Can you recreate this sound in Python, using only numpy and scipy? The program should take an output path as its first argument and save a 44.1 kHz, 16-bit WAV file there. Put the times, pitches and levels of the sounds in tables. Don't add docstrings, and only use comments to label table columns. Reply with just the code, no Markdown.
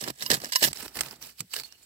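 import sys
import numpy as np
from scipy import signal
from scipy.fft import rfft, irfft, next_fast_len
from scipy.io import wavfile
from scipy.ndimage import uniform_filter1d

SR = 44100
rng = np.random.default_rng(int(sys.argv[2]) if len(sys.argv) > 2 else 0)


def unload_wav(signal):
    wavfile.write(
        sys.argv[1],
        SR,
        np.round(np.clip(np.atleast_2d(signal).T, -1, 1) * 32767).astype(np.int16),
    )


def voltage_ratio(decibels):
    exponent = np.asarray(decibels, float) / 20
    return 10 ** exponent


N = 81585
T = np.arange(N) / SR
M = next_fast_len(N + 8192)
F = np.arange(M // 2 + 1) * SR / M + 1
THIN = 1 / (1 + (350 / F) ** 4)


def unit(x):
    return x / np.sqrt(np.mean(x ** 2))


def on_log(table, col=1):
    a = np.array(table, float)
    return np.interp(np.log(F), np.log(a[:, 0]), a[:, col])


def shape(x, gain):
    return irfft(rfft(x, M) * gain, M)[..., :N]


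def colour(table):
    g = voltage_ratio(on_log(table))
    return g / np.sqrt(np.mean(g ** 2))


def resonance(hz, width_hz):
    return 1j * F * width_hz / (hz ** 2 - F ** 2 + 1j * F * width_hz)


def tail(t60):
    n = np.arange(4096)
    h = rng.standard_normal(4096) * voltage_ratio(-60 * n / SR / t60)
    return rfft(h / np.sqrt(np.sum(h ** 2)), M)


def twin(x):
    return np.array([x, x * rng.choice([-1., 1.], N)])


def wander(hold):
    return np.repeat(rng.standard_normal(N // hold + 1), hold)


def crush(coarse_db):
    strength = voltage_ratio(coarse_db * wander(20)[:N])
    return unit(twin(strength * rng.standard_normal(N)))


def grains(per_s, spread_db, flicker_hz, flicker_db):
    k = int(SR / flicker_hz)
    flicker = voltage_ratio(flicker_db * uniform_filter1d(wander(k), k)[:N])
    out = 0
    for hz in 700. * 2 ** (np.arange(16) / 3.3):
        patch = voltage_ratio(2.1 * uniform_filter1d(wander(900), 600)[:N])
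        hit = rng.random(N) < per_s / SR
        size = voltage_ratio(np.minimum(rng.exponential(size=N), 5) * spread_db) * rng.standard_normal(N)
        clicks = twin(hit * size * patch * flicker)
        out = out + shape(clicks, np.sqrt(hz) * resonance(hz, 0.27 * hz) ** 2)
    return unit(out)


def effort(tables):
    s, level_db, thud_db = np.vstack(tables).T
    return voltage_ratio(np.interp(T, s, level_db, -150, -150)), voltage_ratio(np.interp(T, s, thud_db))


def burst(s, db, t60, attack):
    t = T - s
    swell = np.clip(t / max(attack, .0003) + .5, 0, 1) ** 2
    return swell * voltage_ratio(db - 60 * np.clip(t - attack / 2, 0, 1) / np.clip(t60, .004, .034))


# pitch_hz [Hz], width_hz [Hz], level_db [dB]
SOIL = [(60.6, 15.5, 0.5), (135.8, 18, 3), (233.6, 56, 1), (314, 81, 3.5), (685, 1360, -4)]


def soil(x, cut_hz):
    g = 0
    for k, (hz, width_hz, db) in enumerate(SOIL):
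        g = g + (-1) ** k * voltage_ratio(db) * resonance(hz, width_hz)
    g = g / np.sqrt(np.mean(abs(g) ** 2))
    return shape(x, g / (1 + (cut_hz / F) ** 2))


# pitch_hz [Hz], level_db [dB]
FOREST = [(24, -32), (40, 14), (1290, -12.5), (1660, -3.5), (4640, -3), (15800, -8)]
FOREST_DB = -58


def forest():
    mid, side = (shape(rng.standard_normal(N), colour(FOREST)) for _ in range(2))
    side = shape(side, np.clip(F / 1200, .25, 1))
    return voltage_ratio(FOREST_DB - 9) * np.array([mid + side, mid - side])


# start_s [s], peak_db [dB], pitch_hz [Hz], t60_s [s]
THUDS = [
    (0.304, -8.5, 430, 0.0089),
    (0.324, -23.5, 460, 0.026),
    (0.6252, -17, 520, 0.0087),
    (0.639, -16, 347, 0.01),
    (0.678, -31, 140.5, 0.07),
    (0.701, -41, 65.3, 0.09),
    (1.4033, -32.5, 155, 0.068),
    (1.417, -40.5, 115, 0.08),
    (1.44, -48, 180, 0.083),
]
THUD_ROUGH = 0.22


def thuds():
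    rumble = unit(shape(rng.standard_normal(N), resonance(190, 210) ** 2))
    out = 0
    for s, db, hz, t60 in THUDS:
        t = T - s
        fall = voltage_ratio(db - 60 * np.clip(t, 0, 1) / np.clip(t60, .005, .1))
        rise = np.clip(t * hz * 2, 0, 1)
        rough = THUD_ROUGH * (130 / hz) ** 2 * rumble
        out = out + fall * rise * (np.sin(2 * np.pi * hz * t) + rough)
    return out


# start_s [s], length_s [s], pitch_hz [Hz], level_db [dB]
RUBS = [(1.511, 0.033, 4000, -49), (1.506, 0.11, 4530, -46.5), (1.53, .012, 3000, -43),
        (1.555, .028, 440, -51), (1.556, 0.019, 1650, -44.5), (1.633, 0.023, 4350, -45),
        (1.635, .055, 6180, -60), (1.651, 0.027, 3530, -61), (1.684, 0.032, 2820, -59),
        (1.725, 0.04, 2890, -61), (1.7, 0.16, 4300, -64.5), (1.825, 0.019, 7160, -55.5),
        (1.826, 0.013, 8600, -59)]
RUB_WIDTH, RUB_FADE_S = 0.017, 0.0032


def rubs():
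    noise, out = crush(1.2), 0
    for s, length, hz, db in RUBS:
        width = max(RUB_WIDTH * hz, 60)
        env = np.clip(np.minimum(T - s, s + length - T) / RUB_FADE_S + .5, 0, 1)
        mode = resonance(hz, width) * np.sqrt(SR / np.pi / width)
        out = out + shape(voltage_ratio(db) * env * noise, mode)
    return out


# start_s [s], rustle level_db [dB], soil thud_db [dB re rustle]
MOVES = [
    [(.745, -47, -10), (.76, -38.5, -12), (.86, -37, -4), (.87, -48, -16.5), (.92, -54.5, 2.5)],
    [(.95, -39.5, -17), (.96, -37, -5.5), (1.04, -40.5, -3.5), (1.13, -44, -4.5), (1.165, -52, -6),
     (1.19, -64, 2)],
    [(1.22, -39, -12), (1.3, -46, -11.5), (1.35, -68, -14), (1.4, -34.5, -23.5), (1.415, -56, -4),
     (1.48, -63, -36)],
    [(1.512, -52.5, -19), (1.54, -36.5, -21), (1.603, -37, -16.5), (1.628, -53.5, -7),
     (1.652, -43.5, -16.5), (1.7, -57.5, -7.5), (1.85, -58, -14)],
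]
# start_s [s], peak_db [dB], pitch_hz [Hz], burst t60_s [s], attack_s [s]
SNAPS = [(0.73, -18.5, 8000, 0.016, 0.0013), (0.757, -32.5, 4000, 0.025, 0.001),
         (0.771, -27, 5370, 0.023, 0.0017), (0.804, -27, 1600, 0.026, 0.004),
         (0.8798, -26, 5200, 0.014, 0.00045), (0.9543, -26.5, 1830, 0.024, 0.0023),
         (0.9698, -25, 1930, 0.037, 0.0012), (0.9884, -21, 2070, 0.04, 0.0033),
         (1.0077, -7, 8670, 0.022, 0.0013), (1.034, -23.5, 2030, 0.012, 0.002),
         (1.059, -28, 3550, 0.019, 0.0034), (1.084, -31, 5000, 0.013, 0.0023),
         (1.11, -29, 5150, 0.01, 0.0012), (1.2242, -29.5, 5500, 0.023, 0.0035),
         (1.237, -36, 5200, 0.014, 0.002), (1.4046, -18, 7460, 0.018, 0.0035),
         (1.5345, -22.5, 7900, 0.033, 0.003), (1.5389, -18.5, 2980, 0.019, 0.0011),
         (1.5613, -17.5, 4540, 0.017, 0.008), (1.5866, -25.5, 4560, 0.017, 0.003),
         (1.598, -20, 4600, 0.016, 0.00074), (1.613, -33, 4000, 0.015, 0.001),
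         (1.621, -35, 4500, 0.012, 0.001), (1.6349, -25.5, 4370, 0.01, 0.0013),
         (1.7231, -37, 5500, 0.02, 0.0019)]
# pitch_hz [Hz], level_db [dB per Hz]
LEAF = [(350, -7.5), (600, -8.5), (2980, 0.5), (3320, -3), (4550, 3.5), (6950, -4.5), (15800, -10.5)]
RUSTLE_PER_S, RUSTLE_SPREAD_DB = 1400, 1


def hand():
    gain, thud = effort(MOVES)
    rustle = gain * grains(RUSTLE_PER_S, RUSTLE_SPREAD_DB, flicker_hz=89.92, flicker_db=3)
    low = thud * twin(twin(rustle[0])[1])
    noise, top = crush(1.13), rustle
    for s, db, hz, t60, attack in SNAPS:
        snap = noise * burst(s, db, t60, attack)
        top = top + shape(snap, 0.44 + 1.04 * resonance(hz, 0.12 * hz))
    return shape(top, colour(LEAF) * THIN) + soil(low, cut_hz=27)


# pitch_hz [Hz], level_db [dB], t60_s [s]
BLADE = [(1033, -5.5, .05), (1631, -17, .03), (2055, -15, .03), (2896, -3, .055), (3854, -12, .07),
         (4280, -6, .025), (4500, -9, .03), (4975, 0, .022), (5370, -6, .03), (6165, -12, .03),
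         (7250, -13, .04), (9740, -14, .05), (11540, -11, .03), (13400, -11, .28)]


def blade_modes():
    modes = 0
    for hz, db, t60 in BLADE:
        decay = np.log(1000) / t60
        modes = modes + voltage_ratio(db) * resonance(hz, decay / np.pi) / np.sqrt(decay / SR)
    return modes


# start_s [s], end_s [s]
BURIED = [
    (.115, .2),
    (.358, .4),
    (.49, .52),
    (.686, 2),
]
BURIED_T60_S = .04


def soil_grip():
    return voltage_ratio(sum(-60 * np.clip(T - a, 0, 1) / BURIED_T60_S * (T < b) for a, b in BURIED))


# start_s [s], grit level_db [dB], soil thud_db [dB re grit]
STROKES = [
    [(0, -42.5, -27), (.01, -33.5, -9), (.06, -41.5, 2), (.105, -40, 5), (.12, -65, -4), (.18, -48.5, -13)],
    [(.215, -34.5, -10), (.25, -34.5, -9.5), (.297, -46, 2.5), (.304, -29, 7.5), (.35, -28, -3),
     (.37, -33, -6.5), (.39, -45.5, -1)],
    [(.47, -40, -2.5), (.515, -44, -18.5), (.55, -39, -13), (.605, -36.5, -25.5)],
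    [(.625, -23, 0.5), (.652, -19, -13.5), (.658, -25, -10.5), (.687, -25.5, -4), (.693, -40.5, -27),
     (.72, -36.5, -4)],
]
# start_s [s], peak_db [dB], ring_db [dB], burst t60_s [s], attack_s [s]
STRIKES = [(0.0371, -22.5, -10, 0.031, 0.0058), (0.081, -23, -8, 0.066, 0.0029),
           (0.1031, -21.5, -25, 0.011, 0.001), (0.164, -47, -6, 0.02, 0.0018),
           (0.1866, -40, -17, 0.02, 0.001), (0.205, -38, -6, 0.03, 0.002),
           (0.2225, -17, -12.5, 0.039, 0.0017), (0.2613, -26.5, -1, 0.04, 0.0027),
           (0.3018, -10.5, -29, 0.04, 0.001), (0.309, -20, -16, 0.026, 0.0025),
           (0.3135, -9, -13.5, 0.044, 0.0033), (0.3332, -17, -31, 0.03, 0.0028),
           (0.341, -11, -21, 0.017, 0.001), (0.346, -24, -27, 0.024, 0.002),
           (0.4015, -29.5, -15, 0.013, 0.0006), (0.417, -34, -21, 0.024, 0.0025),
           (0.4916, -44, -18, 0.018, 0.002), (0.4447, -20, -10.5, 0.021, 0.0011),
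           (0.4563, -25.5, -29, 0.0073, 0.00058), (0.521, -17, -10.5, 0.041, 0.0035),
           (0.527, -24.5, -6, 0.039, 0.00066), (0.5332, -20.5, -9, 0.039, 0.001),
           (0.5513, -19.5, -7.5, 0.041, 0.0018), (0.5569, -11, -2.5, 0.03, 0.00074),
           (0.561, -13, -6, 0.014, 0.00094), (0.6072, -29, -17, 0.033, 0.001),
           (0.613, -24, -15, 0.033, 0.002), (0.6242, -10.5, -7.5, 0.022, 0.0065),
           (0.63, -10, -27.5, 0.011, 0.00045), (0.6365, -11.5, -32, 0.034, 0.0057),
           (0.641, -17.5, -3.5, 0.0083, 0.0016), (0.647, -16.5, -22, 0.026, 0.002),
           (0.65, -27, -18, 0.01, 0.0009), (0.667, -22, -15, 0.027, 0.0041),
           (0.676, -34, -14, 0.018, 0.0037), (0.685, -41, -18, 0.016, 0.0024),
           (0.7004, -38, -12, 0.014, 0.0023)]
# pitch_hz [Hz], level_db [dB per Hz]
STONE = [(350, -66), (600, -9), (1310, -18.5), (1700, 4.5), (2140, -8), (4420, -0.5), (15800, -17)]
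GRIT_PER_S, GRIT_SPREAD_DB, SCRAPE_RING_DB = 1200, 2.5, -15


def knife():
    gain, thud = effort(STROKES)
    grit = gain * grains(GRIT_PER_S, GRIT_SPREAD_DB, flicker_hz=159.9, flicker_db=3)
    noise = crush(2.1)
    hit_env = chatter_env = blows = 0
    for s, db, ring_db, t60, attack in STRIKES:
        hit_env = hit_env + burst(s, db, t60, attack) / (1 + 3 * voltage_ratio(ring_db))
        chatter_env = chatter_env + burst(s, db + ring_db - 3.5, t60, attack)
        blow_at = int((s + .001) * SR)
        blows = blows + voltage_ratio(db + 2 * ring_db + 21) * (np.arange(N) == blow_at)
    modes = blade_modes()
    light = modes / (1 + (1600 / F) ** 4)
    scrape = shape(voltage_ratio(SCRAPE_RING_DB) * grit + noise * chatter_env, light)
    ring = soil_grip() * (scrape + shape(blows, modes))
    stone = shape(grit + noise * hit_env, colour(STONE) * THIN)
    low = thud * twin(twin(grit[0])[1])
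    return stone + ring + soil(low, cut_hz=87)


# pitch_hz [Hz], level_db [dB re right], likeness [0-1]
LEFT = [(97, 0.5, 0.99), (400, -3, 0.68), (1420, -4.5, 1), (2540, -6, 0), (5000, -10.5, 0.37),
        (6300, -8.5, 0), (7600, -6.5, 0.14), (15300, -3, 0.17)]
ECHO_DB, ECHO_T60_S = -14, .05


def ports(x, lag_s):
    like = np.clip(on_log(LEFT, col=2), 0, 1)
    delay = np.exp(-2j * np.pi * F * lag_s)
    path = voltage_ratio(on_log(LEFT)) * delay * (1 + voltage_ratio(ECHO_DB) * tail(ECHO_T60_S))
    left = shape(x[0], path * like) + shape(x[1], path * np.sqrt(1 - like ** 2))
    right = shape(x[0], 1 + voltage_ratio(ECHO_DB) * tail(ECHO_T60_S))
    return np.array([left, right])


def scene():
    near_hand = ports(hand() + rubs(), lag_s=3 / 44100)
    near_knife = ports(knife(), lag_s=13 / 44100)
    return forest() + thuds() + near_hand + near_knife


def low_pass(x):
    return signal.sosfilt(signal.butter(12, 17140, fs=SR, output="sos"), x)


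# pitch_hz [Hz], width_hz [Hz], level_db [dB]
PORT = [(5100, 2200, 0), (7500, 440, 4.5), (7900, 275, 5.5), (6670, 910, -4), (13470, 770, 5)]
TOP_HZ = 15900


def record(dry):
    g = np.prod([1 + (voltage_ratio(db) - 1) * resonance(hz, w) for hz, w, db in PORT], axis=0)
    g = g / (1 + (F / TOP_HZ) ** 160) / (1 + (40 / F) ** 4)
    mix = np.tanh(shape(dry, g))
    return low_pass(mix)


dry = scene()
out = record(dry)
unload_wav(out)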